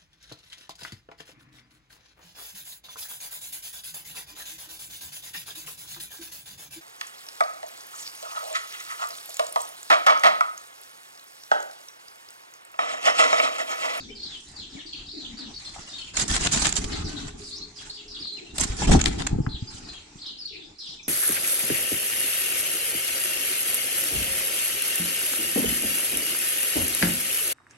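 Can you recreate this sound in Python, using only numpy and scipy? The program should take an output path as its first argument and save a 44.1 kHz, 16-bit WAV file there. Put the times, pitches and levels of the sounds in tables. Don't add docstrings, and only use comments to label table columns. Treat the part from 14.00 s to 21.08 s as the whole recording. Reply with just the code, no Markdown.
import sys
import numpy as np
from scipy import signal
from scipy.fft import rfft, irfft
from scipy.io import wavfile
from scipy.ndimage import uniform_filter1d

SR = 44100
rng = np.random.default_rng(int(sys.argv[2]) if len(sys.argv) > 2 else 0)


def transcribe(signal):
    frames = np.atleast_2d(signal).T
    limited = np.clip(frames, -1, 1)
    pcm = np.round(limited * 32767).astype(np.int16)
    wavfile.write(sys.argv[1], SR, pcm)


N = 312228
TIME, BINS = np.arange(N) / SR, np.fft.rfftfreq(N, 1 / SR)


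def amp(db):
    return 10 ** (np.asarray(db) / 20)


def unit(x):
    return x / np.sqrt(np.mean(x ** 2) + 1e-20)


def read(points, hz):
    f, value = np.transpose(points)
    return np.interp(np.log(hz + 1), np.log(f + 1), value)


def add(mix, s, sound):
    part = mix[..., max(round(s * SR), 0):][..., :sound.shape[-1]]
    part += sound[..., :part.shape[-1]]


def colour(x, spectrum, treble_db=0):
    hz = np.fft.rfftfreq(x.shape[-1], 1 / SR)
    tilt = treble_db * np.clip(np.log2((hz + 1) / 5000), -1, 1)
    filtered = irfft(rfft(x) * amp(read(spectrum, hz) + tilt), x.shape[-1])
    return unit(filtered)


def wander(size, rate_hz):
    padded = size + SR // 4
    hz = np.fft.rfftfreq(padded, 1 / SR)
    spectrum = rfft(rng.standard_normal(padded)) / (1 + (hz / rate_hz) ** 4)
    return unit(irfft(spectrum))[:size]


def patchy(x, depth_db, size):
    z = signal.stft(x, nperseg=256)[2]
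    field = uniform_filter1d(rng.standard_normal(z.shape[1:]), size[0], axis=0)
    field = uniform_filter1d(field, size[1], axis=1)
    gain = unit(amp(depth_db * unit(field)))
    return signal.istft(z * gain, nperseg=256)[1][:, :N]


def ringing(size, hz, width_hz):
    bins = np.fft.rfftfreq(size, 1 / SR)
    noise = rfft(rng.standard_normal((2, size)))
    return unit(irfft(noise / (1 + ((bins - hz) / width_hz) ** 2), size))


def envelope(length, attack, release):
    t = np.arange(0, length, 1 / SR)
    rise = np.sin(np.pi / 2 * np.minimum(t / attack, 1))
    fall = np.sin(np.pi / 2 * np.minimum((length - t) / release, 1))
    return rise * fall


def sides(balance_db):
    return amp(np.array([[.5], [-.5]]) * balance_db)


# frequency in Hz, t60 in seconds.
LOFT_DECAY = [(200, 0.018), (1000, 0.46), (2400, 0.37), (4000, 0.34), (10000, 0.14)]


def room(x):
    size = SR // 2
    sparse = rng.random((2, size)) < .1
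    after_gap = np.arange(size) > 150
    taps = rng.standard_normal((2, size)) * sparse * after_gap
    hz, t, z = signal.stft(taps, SR, nperseg=256)
    decay = amp(-60 * t / read(LOFT_DECAY, hz)[:, None])
    tail = signal.istft(z * decay, SR, nperseg=256)[1]
    return signal.fftconvolve(np.atleast_2d(x), tail / np.linalg.norm(tail[0]), axes=1)[:, :N]


def walls(x, echo, count=3):
    out = x.copy()
    for ear in range(2):
        for delay in rng.uniform(.0004, .005, count):
            add(out[ear], delay, echo * x[ear])
    return out / np.sqrt(1 + count * echo ** 2)


# frequency in Hz, relative level in dB.
AMBIENCE_SPECTRUM = [(12, -23), (20, 8), (59, 4), (217, -1), (285, 5), (416, -3.5), (546, -14.5),
                     (819, -7.5), (1020, -11), (2360, -10), (3540, -12.5), (4280, -13), (5770, -9),
                     (7560, -11.5), (11300, -40), (12800, -84)]
# frequency in Hz, left-right correlation from 0 to 1.
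EAR_LIKENESS = [(50, 1), (150, 1), (300, 0.92), (600, 0), (12000, 0.024)]


def ambience(early_db=-50, late_db=-54):
    left, other = rfft(rng.standard_normal((2, N)))
    same = read(EAR_LIKENESS, BINS)
    right = same * left + np.sqrt(1 - same ** 2) * other
    pair = irfft(np.array([left, right]), N)
    uneven = patchy(pair, depth_db=3, size=(3, 30)) * amp(1.8 * wander(N, 7))
    level_db = np.interp(TIME, [5.9, 6.5], [early_db, late_db])
    return amp(level_db) * colour(uneven, AMBIENCE_SPECTRUM)


# start in seconds, pitch in Hz, starting level in dB, t60 in seconds.
WIRE_RINGS = [(2.77, 414.5, -48, 7), (2.77, 1157, -53, 3), (5.268, 872, -49, 2.2), (5.268, 308, -57, 5)]


def wires():
    out = np.zeros(N)
    for s, hz, db, t60 in WIRE_RINGS:
        turns = np.cumsum(hz + 5 * wander(N, 30)) / SR
        waver = unit(amp(3.5 * wander(N, 14)))
        add(out, s, amp(db - 60 * TIME / t60) * waver * np.sin(2 * np.pi * turns))
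    return out


def call(row, jitter, jitter_hz, trill, trill_hz, octave_db, attack, release):
    s, length, first, middle, last, db = row
    t = np.arange(0, length, 1 / SR)
    arch = np.polyfit([0, length / 2, length], [first, middle, last], 2)
    beat = 2 * np.pi * (trill_hz * rng.uniform(0.694, 1.3) * t + rng.random())
    sweep = np.sin(beat) + np.sin(2 * beat) / 2
    pitch = np.polyval(arch, t) * (1 + jitter * wander(len(t), jitter_hz) + trill * sweep)
    phase = 2 * np.pi * np.cumsum(pitch) / SR
    tone = unit(np.sin(phase) + amp(octave_db) * np.sin(2 * phase))
    return amp(db) * tone * np.minimum(t / attack, 1) * np.minimum((length - t) / release, 1)


NOTE_ARCH = 0.0189


def glided(s, length, first, last, db):
    return s, length, first, (first + last) / 2 * (1 + NOTE_ARCH), last, db


# start in seconds, length in seconds, starting pitch in Hz, ending pitch in Hz,
# relative level in dB.
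COO_NOTES = [(0, 0.17, 258.7, 234.4, -45.5), (0.087, 0.091, 411, 394, -48), (0.723, 0.074, 262, 303, -41),
             (0.851, 0.027, 322, 327, -38.5), (0.937, 0.023, 288, 310, -45), (1.131, 0.055, 390, 300, -43),
             (1.16, 0.22, 272.3, 237.6, -42.5), (1.381, 0.12, 309, 213, -39.5),
             (3.026, .24, 337.5, 275.4, -39), (4.316, 0.031, 356, 340, -41.5),
             (4.412, 0.027, 335, 330, -38.5), (6.507, 0.16, 415, 322, -48)]
COO_SETTLE = 0.671


def coos(direct_db=-7, wet_db=-3.0, throb_db=3.5, throb_hz=45):
    out = np.zeros(N)
    for s, length, first, last, db in COO_NOTES:
        row = (s, length, first, first + COO_SETTLE * (last - first), last, db)
        note = call(row, jitter=0.071, jitter_hz=89, trill=0, trill_hz=0,
                    octave_db=-26.0, attack=0.0056, release=0.015)
        add(out, s, note)
    out = out * amp(throb_db * wander(N, throb_hz))
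    return amp(direct_db) * out + amp(wet_db) * room(out)


TWITTER_LOW_HZ, TWITTER_TOP_HZ = 3603, 5210


def twitter(db=-46.0, spread_db=3, pitch_spread=.22, fall_hz_per_s=26000, length=0.02575, lag=.035,
            stray_db=-50, stray_per_s=14, count=130):
    out, fall = np.zeros(N), fall_hz_per_s * length
    for which, when, height, loud in rng.random((count, 4)):
        s, _, first, last, *_ = CHIRP_NOTES[int(which * len(CHIRP_NOTES))]
        hz = max((first + last) / 2, TWITTER_LOW_HZ) * (1 + pitch_spread * (2 * height - 1))
        level_db = db + spread_db * (2 * loud - 1)
        row = glided(s + lag * when, length, hz + fall / 2, hz - fall / 2, level_db)
        note = call(row, jitter=0.0069, jitter_hz=300, trill=0.0099, trill_hz=51,
                    octave_db=-44, attack=0.012, release=0.0019)
        add(out, row[0], note)
    for when, height, loud in rng.random((round(stray_per_s * N / SR), 3)):
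        hz = TWITTER_LOW_HZ + height * (TWITTER_TOP_HZ - TWITTER_LOW_HZ)
        level_db = stray_db + spread_db * (2 * loud - 1)
        row = glided(when * N / SR, length, hz + fall / 2, hz - fall / 2, level_db)
        note = call(row, jitter=.007, jitter_hz=300, trill=.06, trill_hz=75,
                    octave_db=-43, attack=.006, release=.004)
        add(out, row[0], note)
    return out * .4 + room(out) * 0.56


# start in seconds, length in seconds, starting pitch in Hz,
# ending pitch in Hz, relative level in dB, trill against the clean whistle in dB before their own gains.
CHIRP_NOTES = [(0, 0.016, 4920, 3860, -41, 0.5), (.072, .048, 5800, 4940, -54, -24),
               (.088, 0.021, 2210, 2390, -46, -14), (.1, 0.04, 2990, 3130, -46.5, -7),
               (.152, 0.037, 4910, 4130, -43, -4), (.195, 0.048, 4310, 3860, -43, -2),
               (.228, 0.025, 4320, 4470, -33.5, -14), (.25, 0.029, 4280, 3570, -36.5, -4),
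               (.305, 0.069, 3630, 2933, -41.5, -4), (.56, 0.029, 4770, 3860, -39, -9),
               (.592, 0.016, 4330, 3900, -37.5, -4), (.612, 0.043, 3600, 3064, -45, 0),
               (.722, 0.034, 4100, 3230, -49, 2), (.762, 0.034, 2410, 1640, -46, -22),
               (.788, 0.031, 3860, 2960, -44, 1.5), (.86, 0.043, 4700, 4050, -42, -4),
               (.925, 0.029, 3330, 2760, -41, -1), (.928, 0.016, 4570, 3920, -34.5, -6),
               (.953, 0.014, 4420, 3650, -36, -14), (.97, 0.039, 3530, 3080, -46.5, -3),
               (1.06, 0.02, 4250, 4930, -44, -3), (1.082, 0.02, 3480, 4550, -37.5, -8),
               (1.113, 0.0077, 4060, 4550, -30, -7), (1.127, 0.0087, 4460, 4590, -41, 3),
               (1.176, 0.01, 4150, 4310, -33.5, -3), (1.2, 0.039, 4260, 3640, -42.5, -1),
               (1.24, 0.031, 3660, 2945, -38, -4), (1.37, 0.018, 4260, 4930, -40, -11),
               (1.385, 0.042, 4730, 3710, -39, -2.5), (1.44, 0.043, 3690, 3045, -50, 4.5),
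               (1.537, 0.018, 4170, 5100, -42, -1), (1.559, 0.018, 4440, 4290, -33.5, -26),
               (1.645, 0.014, 3600, 3170, -43, -10), (1.655, 0.027, 4185, 4080, -37, -5),
               (1.872, 0.013, 2800, 2950, -43, -15), (1.895, 0.034, 5140, 4070, -45, 0),
               (1.924, 0.051, 3560, 3800, -39, -5), (1.98, .018, 3320, 2800, -40.5, -1),
               (1.982, 0.02, 4400, 4200, -39, -10), (2.001, 0.028, 3100, 2950, -39.5, -5),
               (2.014, 0.011, 4170, 4360, -39, -6), (2.035, .03, 3900, 3100, -53, 0),
               (2.068, .024, 3120, 2260, -46.5, -2), (2.92, 0.036, 4460, 3710, -37, 1),
               (3.042, 0.044, 5350, 4090, -41.5, 3), (3.162, 0.03, 4020, 3530, -39, 0.5),
               (3.413, 0.018, 3790, 5100, -45.5, -3), (3.435, 0.061, 5200, 4320, -43.5, -1.5),
               (3.508, 0.039, 3970, 4560, -37, -2.5), (3.55, 0.044, 4700, 5820, -42.5, -0.5),
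               (3.608, 0.034, 3900, 4480, -37, -9), (3.755, 0.039, 5260, 4340, -44, -1.5),
               (3.785, 0.029, 3360, 3160, -44.5, -3), (3.896, 0.018, 4510, 3880, -35.5, -4),
               (3.93, 0.047, 4690, 4460, -43, -4), (3.96, 0.049, 3590, 3180, -48, 3),
               (4.078, 0.057, 5100, 4400, -44.5, 0.5), (4.138, 0.037, 4200, 3160, -38.5, -2),
               (4.185, 0.032, 4280, 5350, -39, -16), (4.215, 0.022, 4680, 3935, -34, -8),
               (4.244, 0.015, 4480, 3760, -34, -1), (4.269, 0.014, 3826, 4400, -28.5, -5),
               (4.32, 0.026, 4020, 4080, -30.5, -19), (4.363, 0.038, 3126, 1990, -44.5, -17),
               (4.383, 0.025, 3750, 2800, -48, -18), (4.425, 0.014, 2710, 2300, -50, -22),
               (4.464, 0.016, 2780, 2620, -44, -13), (5.489, 0.054, 4160, 3920, -38.5, -6.5),
               (5.545, 0.023, 3890, 3140, -39.5, -1), (5.672, 0.025, 4600, 5150, -38, -10),
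               (5.843, 0.025, 4860, 4300, -49, 1), (5.886, 0.021, 4180, 3950, -38.5, -2.5),
               (5.935, 0.053, 3244, 3140, -49, 1), (6.182, 0.029, 3320, 4600, -49.5, -1),
               (6.213, 0.031, 4420, 3690, -40.5, -2), (6.255, 0.037, 3504, 4220, -36.5, -3),
               (6.261, 0.013, 5450, 4560, -36.5, -10), (6.283, 0.014, 3780, 3270, -38, -7),
               (6.297, 0.019, 4150, 3100, -42, -11), (6.367, 0.014, 3900, 4960, -44, -19),
               (6.385, 0.051, 5220, 4270, -37, -14), (6.44, 0.017, 6800, 5420, -63, -13),
               (6.452, 0.017, 4170, 4580, -29.5, -14), (6.472, 0.043, 4060, 3210, -44, -2.5),
               (6.52, 0.048, 2725, 2296, -46, -1.5), (6.53, 0.049, 4490, 3755, -48, 1),
               (6.56, 0.044, 2760, 2540, -52, -8), (6.6, 0.031, 3670, 3250, -44.5, -9),
               (6.783, 0.026, 5280, 4350, -42.5, 1.5), (6.8, 0.084, 4290, 3190, -42.5, -1),
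               (6.862, 0.039, 4710, 5140, -40, -3.5), (6.89, .06, 4350, 3320, -44.5, -3),
               (6.972, 0.038, 2690, 2240, -48.5, -20), (7.028, 0.012, 6250, 5740, -43, -6)]
CHIRP_WET_DB, TRILL_WET_DB = -3.3, 0


def chirps(whistle_db=-2.26, trill_db=-4.0, trill=0.1406, trill_hz=75, flutter_db=1.0, flutter_hz=110,
           overtone_db=-32, count=6):
    whistles, trills = np.zeros((count, 2, N)), np.zeros((2, N))
    for k, (s, length, first, last, db, share_db) in enumerate(CHIRP_NOTES):
        row = glided(s, length, first, last, db)
        note = call(row, jitter=.007, jitter_hz=300, trill=.008, trill_hz=60,
                    octave_db=-28, attack=.003, release=.005)
        note = note * unit(amp(flutter_db * wander(len(note), flutter_hz)))
        for ear in range(2):
            add(whistles[k % count, ear], s + rng.uniform(0, .0006), note)
        warble = call(row, jitter=0.0072, jitter_hz=400, trill=trill, trill_hz=trill_hz,
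                      octave_db=overtone_db, attack=0.0026, release=0.0049)
        add(trills, s, amp(share_db) * warble)
    near = sum(walls(perch, .45) for perch in whistles)
    whistled = near + amp(CHIRP_WET_DB) * room(whistles.sum(0))
    trilled = walls(trills, .35) + amp(TRILL_WET_DB) * room(trills)
    return amp(whistle_db) * whistled + amp(trill_db) * trilled


# frequency in Hz, relative level in dB.
AIR_COMMON = [(11, -29), (18, 3.5), (70, 1.5), (118, -4.5), (152, -3.5), (270, -6), (432, -17),
              (537, -42.5), (817, -19), (1000, -42), (1300, -31.5), (2200, -120)]
# frequency in Hz, relative level in dB.
AIR_OPPOSED = [(18, -64), (30, -44), (105, 7), (160, 7.5), (249, 1), (313, 13), (475, 4), (530, -19),
               (637, 5), (1200, -20), (1560, -32), (2640, -120)]
# time in seconds, relative level in dB.
DRAUGHT_CURVES = [
    [(2.0, -89), (2.12, -48), (2.22, -30), (2.76, -34.5), (2.85, -29.5), (2.98, -30), (3.1, -35),
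     (3.4, -40.5), (3.6, -74)],
    [(4.45, -61), (4.6, -33.5), (4.8, -35.5), (4.88, -22.5), (5.02, -22.5), (5.28, -34), (5.34, -24.5),
     (5.55, -41.5), (5.66, -45), (5.9, -45.5), (6.1, -82)],
]
AIR_LAG_S, AIR_ATTACK_S, AIR_RELEASE_S = 0.0029, 0.027, 0.035


def downwash(side_db=-9.0, gain_db=-3, lump_db=2.5, lump_hz=30):
    common = colour(rng.standard_normal(N), AIR_COMMON)
    opposed = amp(side_db) * colour(rng.standard_normal(N), AIR_OPPOSED)
    push = np.zeros(N)
    for curve in DRAUGHT_CURVES:
        push += amp(np.interp(TIME, *np.transpose(curve), left=-120, right=-120))
    for s, length, *_, air_db in WING_STROKES:
        puff = envelope(length + AIR_LAG_S, AIR_ATTACK_S, AIR_RELEASE_S)
        add(push, s + AIR_LAG_S, amp(air_db) * puff)
    lumps = unit(amp(lump_db * wander(N, lump_hz)))
    return amp(gain_db) * push * lumps * np.array([common + opposed, common - opposed])


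# start in seconds, level in dB, pitch in Hz.
LOW_THUMPS = [(0.752, -31.5, 189), (1.792, -34, 170), (2.845, -27.5, 87), (3.043, -22.5, 83),
              (4.697, -18.5, 46), (4.907, -10, 89), (4.914, -8, 128), (4.955, -10, 80.5),
              (5.329, -10.5, 131), (5.359, -17.5, 99), (5.386, -13, 212), (5.402, -10, 140),
              (5.47, -13.5, 119), (5.542, -23.5, 62), (5.623, -19, 110), (5.745, -33.5, 102),
              (6.156, -34.5, 164), (6.891, -44, 164)]


def thumps(cycles=1.0, overtone=0.32, lag=0.00074):
    out, t = np.zeros((2, N)), np.arange(6000) / SR
    for s, db, pitch in LOW_THUMPS:
        turns = pitch * np.maximum(t - np.array([[0], [lag]]), 0)
        swing = np.sin(2 * np.pi * turns) - overtone * np.sin(2 * np.pi * 2.3 * turns)
        add(out, s, amp(db) * swing * np.exp(-turns / cycles))
    return out


# start in seconds, level in dB, pitch in Hz,
# decay in seconds.
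PEN_KNOCKS = [(1.344, -53, 1060, .004), (1.762, -35, 816, 0.0078), (1.782, -37, 850, 0.0045),
              (4.253, -41.5, 1210, .003), (4.819, -18, 843, 0.0049), (4.894, -17, 683, 0.0054),
              (4.917, -21, 572, 0.0038), (4.949, -15, 756, 0.0054), (5.267, -28, 1010, .004),
              (5.465, -23.5, 1290, 0.0012)]


def knocks(rise=0.00059, width=0.53, scuff_db=-6, scuff_s=0.016):
    out, t = np.zeros((2, N)), np.arange(2048) / SR
    for s, db, pitch, decay in PEN_KNOCKS:
        tap = np.sin(2 * np.pi * pitch * t) * np.exp(-t / decay)
        scuff_fade = np.exp(-t / np.sqrt(decay * scuff_s))
        scuff = amp(scuff_db) * ringing(len(t), pitch, width * pitch) * scuff_fade
        add(out, s, amp(db) * (tap + scuff) * np.minimum(t / rise, 1))
    return out


# start in seconds, relative level in dB.
QUILL_SNAPS = [(4.583, -18), (5.0615, -30)]
# frequency in Hz, relative level in dB.
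SNAP_SPECTRUM = [(500, -6), (3800, -3), (7500, 0), (12000, -1), (14000, -22), (16000, -28)]


def snaps(decay=0.00057):
    out, t = np.zeros((2, N)), np.arange(-128, 512) / SR
    blow = np.exp(-abs(t) / decay)
    blow_rms = np.sqrt(np.mean(blow ** 2))
    for s, db in QUILL_SNAPS:
        tick = colour(rng.standard_normal((2, len(t))) * blow, SNAP_SPECTRUM)
        add(out, s + t[0], amp(db) * blow_rms * tick)
    return out


# start in seconds, length in seconds,
# relative level in dB, quill ring in dB, body pitch in Hz, body ring in dB, left-right balance in dB.
WING_SLAPS = [(2.168, 0.008, -20, -2.5, 950, -17, 1), (2.468, 0.0081, -18, -19, 3300, -6, 3.5),
              (2.667, 0.006, -17.5, -10, 1600, -13, -1), (2.724, 0.0062, -22, -5, 3500, -14, -1.5),
              (5.0126, 0.0064, -17.5, -1.5, 3460, -8.5, 0), (5.04, 0.0035, -18, 0, 2320, -8, 2),
              (5.0577, 0.0048, -13.5, -14, 4180, -0.5, 6.5), (5.2665, 0.0099, -21.5, -5, 1720, -7.5, 1.5)]
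QUILL_HZ, QUILL_WIDTH_HZ = 6820, 610


def slaps(attack=0.0012, release=0.0033, body_width=0.42, tail_db=-14, tail_s=0.0034):
    out, t = np.zeros((2, N)), np.arange(-128, 1408) / SR
    for s, length, db, quill_db, body_hz, body_db, balance_db in WING_SLAPS:
        blow = amp(tail_db) * np.clip(t / attack, 0, 1) * np.exp(-abs(t - length / 2) / tail_s)
        add(blow, -t[0], envelope(length, attack, release))
        quills = amp(quill_db) * ringing(len(t), QUILL_HZ, QUILL_WIDTH_HZ)
        body = amp(body_db) * ringing(len(t), body_hz, body_width * body_hz)
        hit = rng.standard_normal((2, len(t))) + quills + body
        burst = colour(hit * blow, CRACK_SPECTRUM)
        add(out, s + t[0], amp(db) * np.sqrt(np.mean(blow ** 2)) * burst * sides(balance_db))
    return out


# start in seconds, relative level in dB,
# decay in seconds, treble tilt in dB, left-right balance in dB.
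WING_CLAPS = [(2.146, -40, 0.0027, -2, 0), (2.174, -27.5, 0.0053, -5, -2), (2.196, -20, 0.005, 0, -3),
              (2.279, -25.5, 0.0037, 10, -2), (2.312, -18.5, 0.0028, 4, -1), (2.346, -23, 0.0079, -2, 3),
              (2.3641, -14.5, 0.0019, 0, 8), (2.534, -17, 0.0047, 4, 4), (2.573, -20.5, 0.0024, 0, 13),
              (2.647, -17.5, 0.0039, -3, 4), (2.654, -15.5, 0.0067, -2, 2), (2.691, -21, 0.0043, 5, -2),
              (2.739, -33, 0.0028, -2, 4), (2.766, -21, 0.0076, 2.5, -8), (2.8425, -22.5, 0.0033, 0, 2),
              (4.583, -19.5, 0.0045, 4, 3.5), (4.608, -19, 0.0062, 25, -2), (4.636, -18.5, 0.0051, 7, -5),
              (4.917, -18, 0.0035, -6, 6), (4.929, -18.5, 0.0034, 1, 10), (4.992, -23.5, .003, -3, 4),
              (5, -23, 0.0028, -4, 2), (5.066, -23.5, 0.0054, -11, 7), (5.081, -29, .003, 13, 6),
              (5.22, -24, .0017, 0, 6)]
# frequency in Hz, relative level in dB.
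CRACK_SPECTRUM = [(180, -45), (300, -7), (527, -6), (826, 1), (1090, -5), (1470, 0), (1880, -1),
                  (2670, -1.5), (3600, 1.5), (5690, -3), (7600, 1), (10500, -16), (11900, -26.5),
                  (12700, -73)]


def claps(attack=0.0011, echo=0.3, grain_db=3.0, grain_hz=900, lead=0.35):
    out, t = np.zeros((2, N)), np.arange(-256, 1792) / SR
    edges = signal.windows.tukey(len(t), .12)
    for s, db, decay, treble_db, balance_db in WING_CLAPS:
        away = abs(t - attack)
        blow = np.where(t < attack, np.exp(-away / (lead * decay)), np.exp(-away / decay))
        grain = amp(grain_db * wander(len(t), grain_hz))
        crack = colour(rng.standard_normal((2, len(t))) * grain * blow, CRACK_SPECTRUM, treble_db) * edges
        level = amp(db) * np.sqrt(np.mean(blow ** 2))
        add(out, s + t[0], walls(level * crack * sides(balance_db), echo))
    return out


# frequency in Hz, relative level in dB.
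FEATHER_SPECTRUM = [(180, -47), (300, -3), (527, -5), (826, 1), (1090, -2.5), (1470, -0.5), (1880, -2),
                    (2670, -3.5), (2990, -2), (5690, -1), (7600, -0.5), (10500, -14.5), (11900, -39),
                    (12500, -72), (14000, -90.5)]


def swish(swell, treble_db, darkening_db, grain_db=2.0, grain_hz=700, flutter_db=1.5, flutter_hz=90,
          echo=0.56):
    size = len(swell)
    grain = amp(grain_db * wander(size, grain_hz) + flutter_db * wander(size, flutter_hz))
    rub, along = rng.standard_normal((2, size)) * grain, np.linspace(0, 1, size)
    early = colour(rub, FEATHER_SPECTRUM, treble_db + darkening_db / 2)
    late = colour(rub, FEATHER_SPECTRUM, treble_db - darkening_db / 2)
    sound = swell * ((1 - along) * early + along * late)
    return walls(np.pad(sound, ((0, 0), (0, 256))), echo)


# start in seconds, length in seconds, relative level in dB, growth over the stroke
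# in dB, treble tilt in dB, relative level of the air pushed at the microphone in dB.
WING_STROKES = [(2.166, 0.078, -23.5, 4.5, 1.5, -41), (2.276, 0.11, -25, 8.5, 1.5, -44),
                (2.391, 0.091, -24.5, 10.5, -1, -35), (2.511, 0.096, -24, -4, 1.5, -38),
                (2.591, 0.11, -25.5, -3, 0, -37), (2.753, 0.043, -24.5, 0, 3.5, -55),
                (4.594, 0.063, -24.5, -1, 0, -32), (4.665, .11, -38, -7, -1.5, -45),
                (4.784, .085, -29.5, 5.5, -1.5, -36), (4.868, 0.048, -28.5, -2, -2.5, -12.5),
                (4.908, .07, -25, -8, -0.5, -12), (5.05, 0.051, -29, -8, 2.5, -35),
                (5.181, 0.055, -32, 6, -4, -41)]
STROKE_ATTACK_S, STROKE_RELEASE_S = 0.0078, 0.028
DARKENING_DB = 3.5
# start in seconds,
# length in seconds, relative level in dB, treble tilt in dB.
FEATHER_RUSTLES = [(0.312, 0.31, -51.5, 7), (0.7, 0.18, -54, -4), (1.357, 0.13, -48, -5.5),
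                   (1.575, 0.21, -42, 0.5), (1.743, 0.22, -42.5, -1.5), (1.933, 0.22, -47, 1.5),
                   (2.135, 0.061, -33, -0.5), (2.162, 0.24, -40, 2), (2.362, 0.69, -37, 1.5),
                   (2.876, 0.19, -35.5, -5), (3.027, 0.32, -39, -2), (3.371, 0.21, -45.5, 5.5),
                   (3.748, 0.24, -46.5, 1), (4.539, 0.081, -37.5, 3), (4.759, 0.09, -34.5, 0.5),
                   (4.956, 0.086, -35.5, -1.5), (5.07, 0.23, -39, -1.5), (5.696, 0.12, -42.5, .5),
                   (5.807, 0.24, -47, -4), (6.202, 0.074, -55, -5), (6.778, 0.22, -53.5, 2)]
RUSTLE_CREST = 0.34
RUSTLE_LURCH_DB, RUSTLE_LURCH_HZ = 2.5, 22


def swishes():
    out = np.zeros((2, N))
    for s, length, db, growth_db, treble_db, _ in WING_STROKES:
        stroke = envelope(length, STROKE_ATTACK_S, STROKE_RELEASE_S)
        level = amp(db + growth_db * np.linspace(-.5, .5, len(stroke)))
        add(out, s, swish(stroke * level, treble_db, DARKENING_DB))
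    for s, length, db, treble_db in FEATHER_RUSTLES:
        swell = envelope(length, RUSTLE_CREST * length, (1 - RUSTLE_CREST) * length) ** 0.73
        lurch = unit(amp(RUSTLE_LURCH_DB * wander(len(swell), RUSTLE_LURCH_HZ)))
        add(out, s, swish(amp(db) * swell * lurch, treble_db, 0))
    return patchy(out, depth_db=2.8, size=(4, 6))


def scene(wings_db=-1, wings_wet_db=-15):
    wings = amp(wings_db) * (swishes() + claps() + slaps() + snaps()) + knocks()
    pigeon = wings + amp(wings_wet_db) * room(wings) + thumps() + downwash()
    return pigeon + chirps() + twitter() + coos() + wires() + ambience()


# frequency in Hz, left-right difference in dB.
PORT_BALANCE = [(100, 0), (700, 3), (2000, 2), (4200, 1), (5500, -1), (7300, -11), (8800, -1.5),
                (11000, -2)]
EDGE_HZ = 16100


def record(dry):
    coloured = irfft(rfft(dry) * sides(read(PORT_BALANCE, BINS)), N)
    low_pass = signal.firwin(255, EDGE_HZ, window=("kaiser", 8), fs=SR)
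    return signal.oaconvolve(coloured, low_pass[None], "same", axes=1)


dry = scene()
out = record(dry)
transcribe(out)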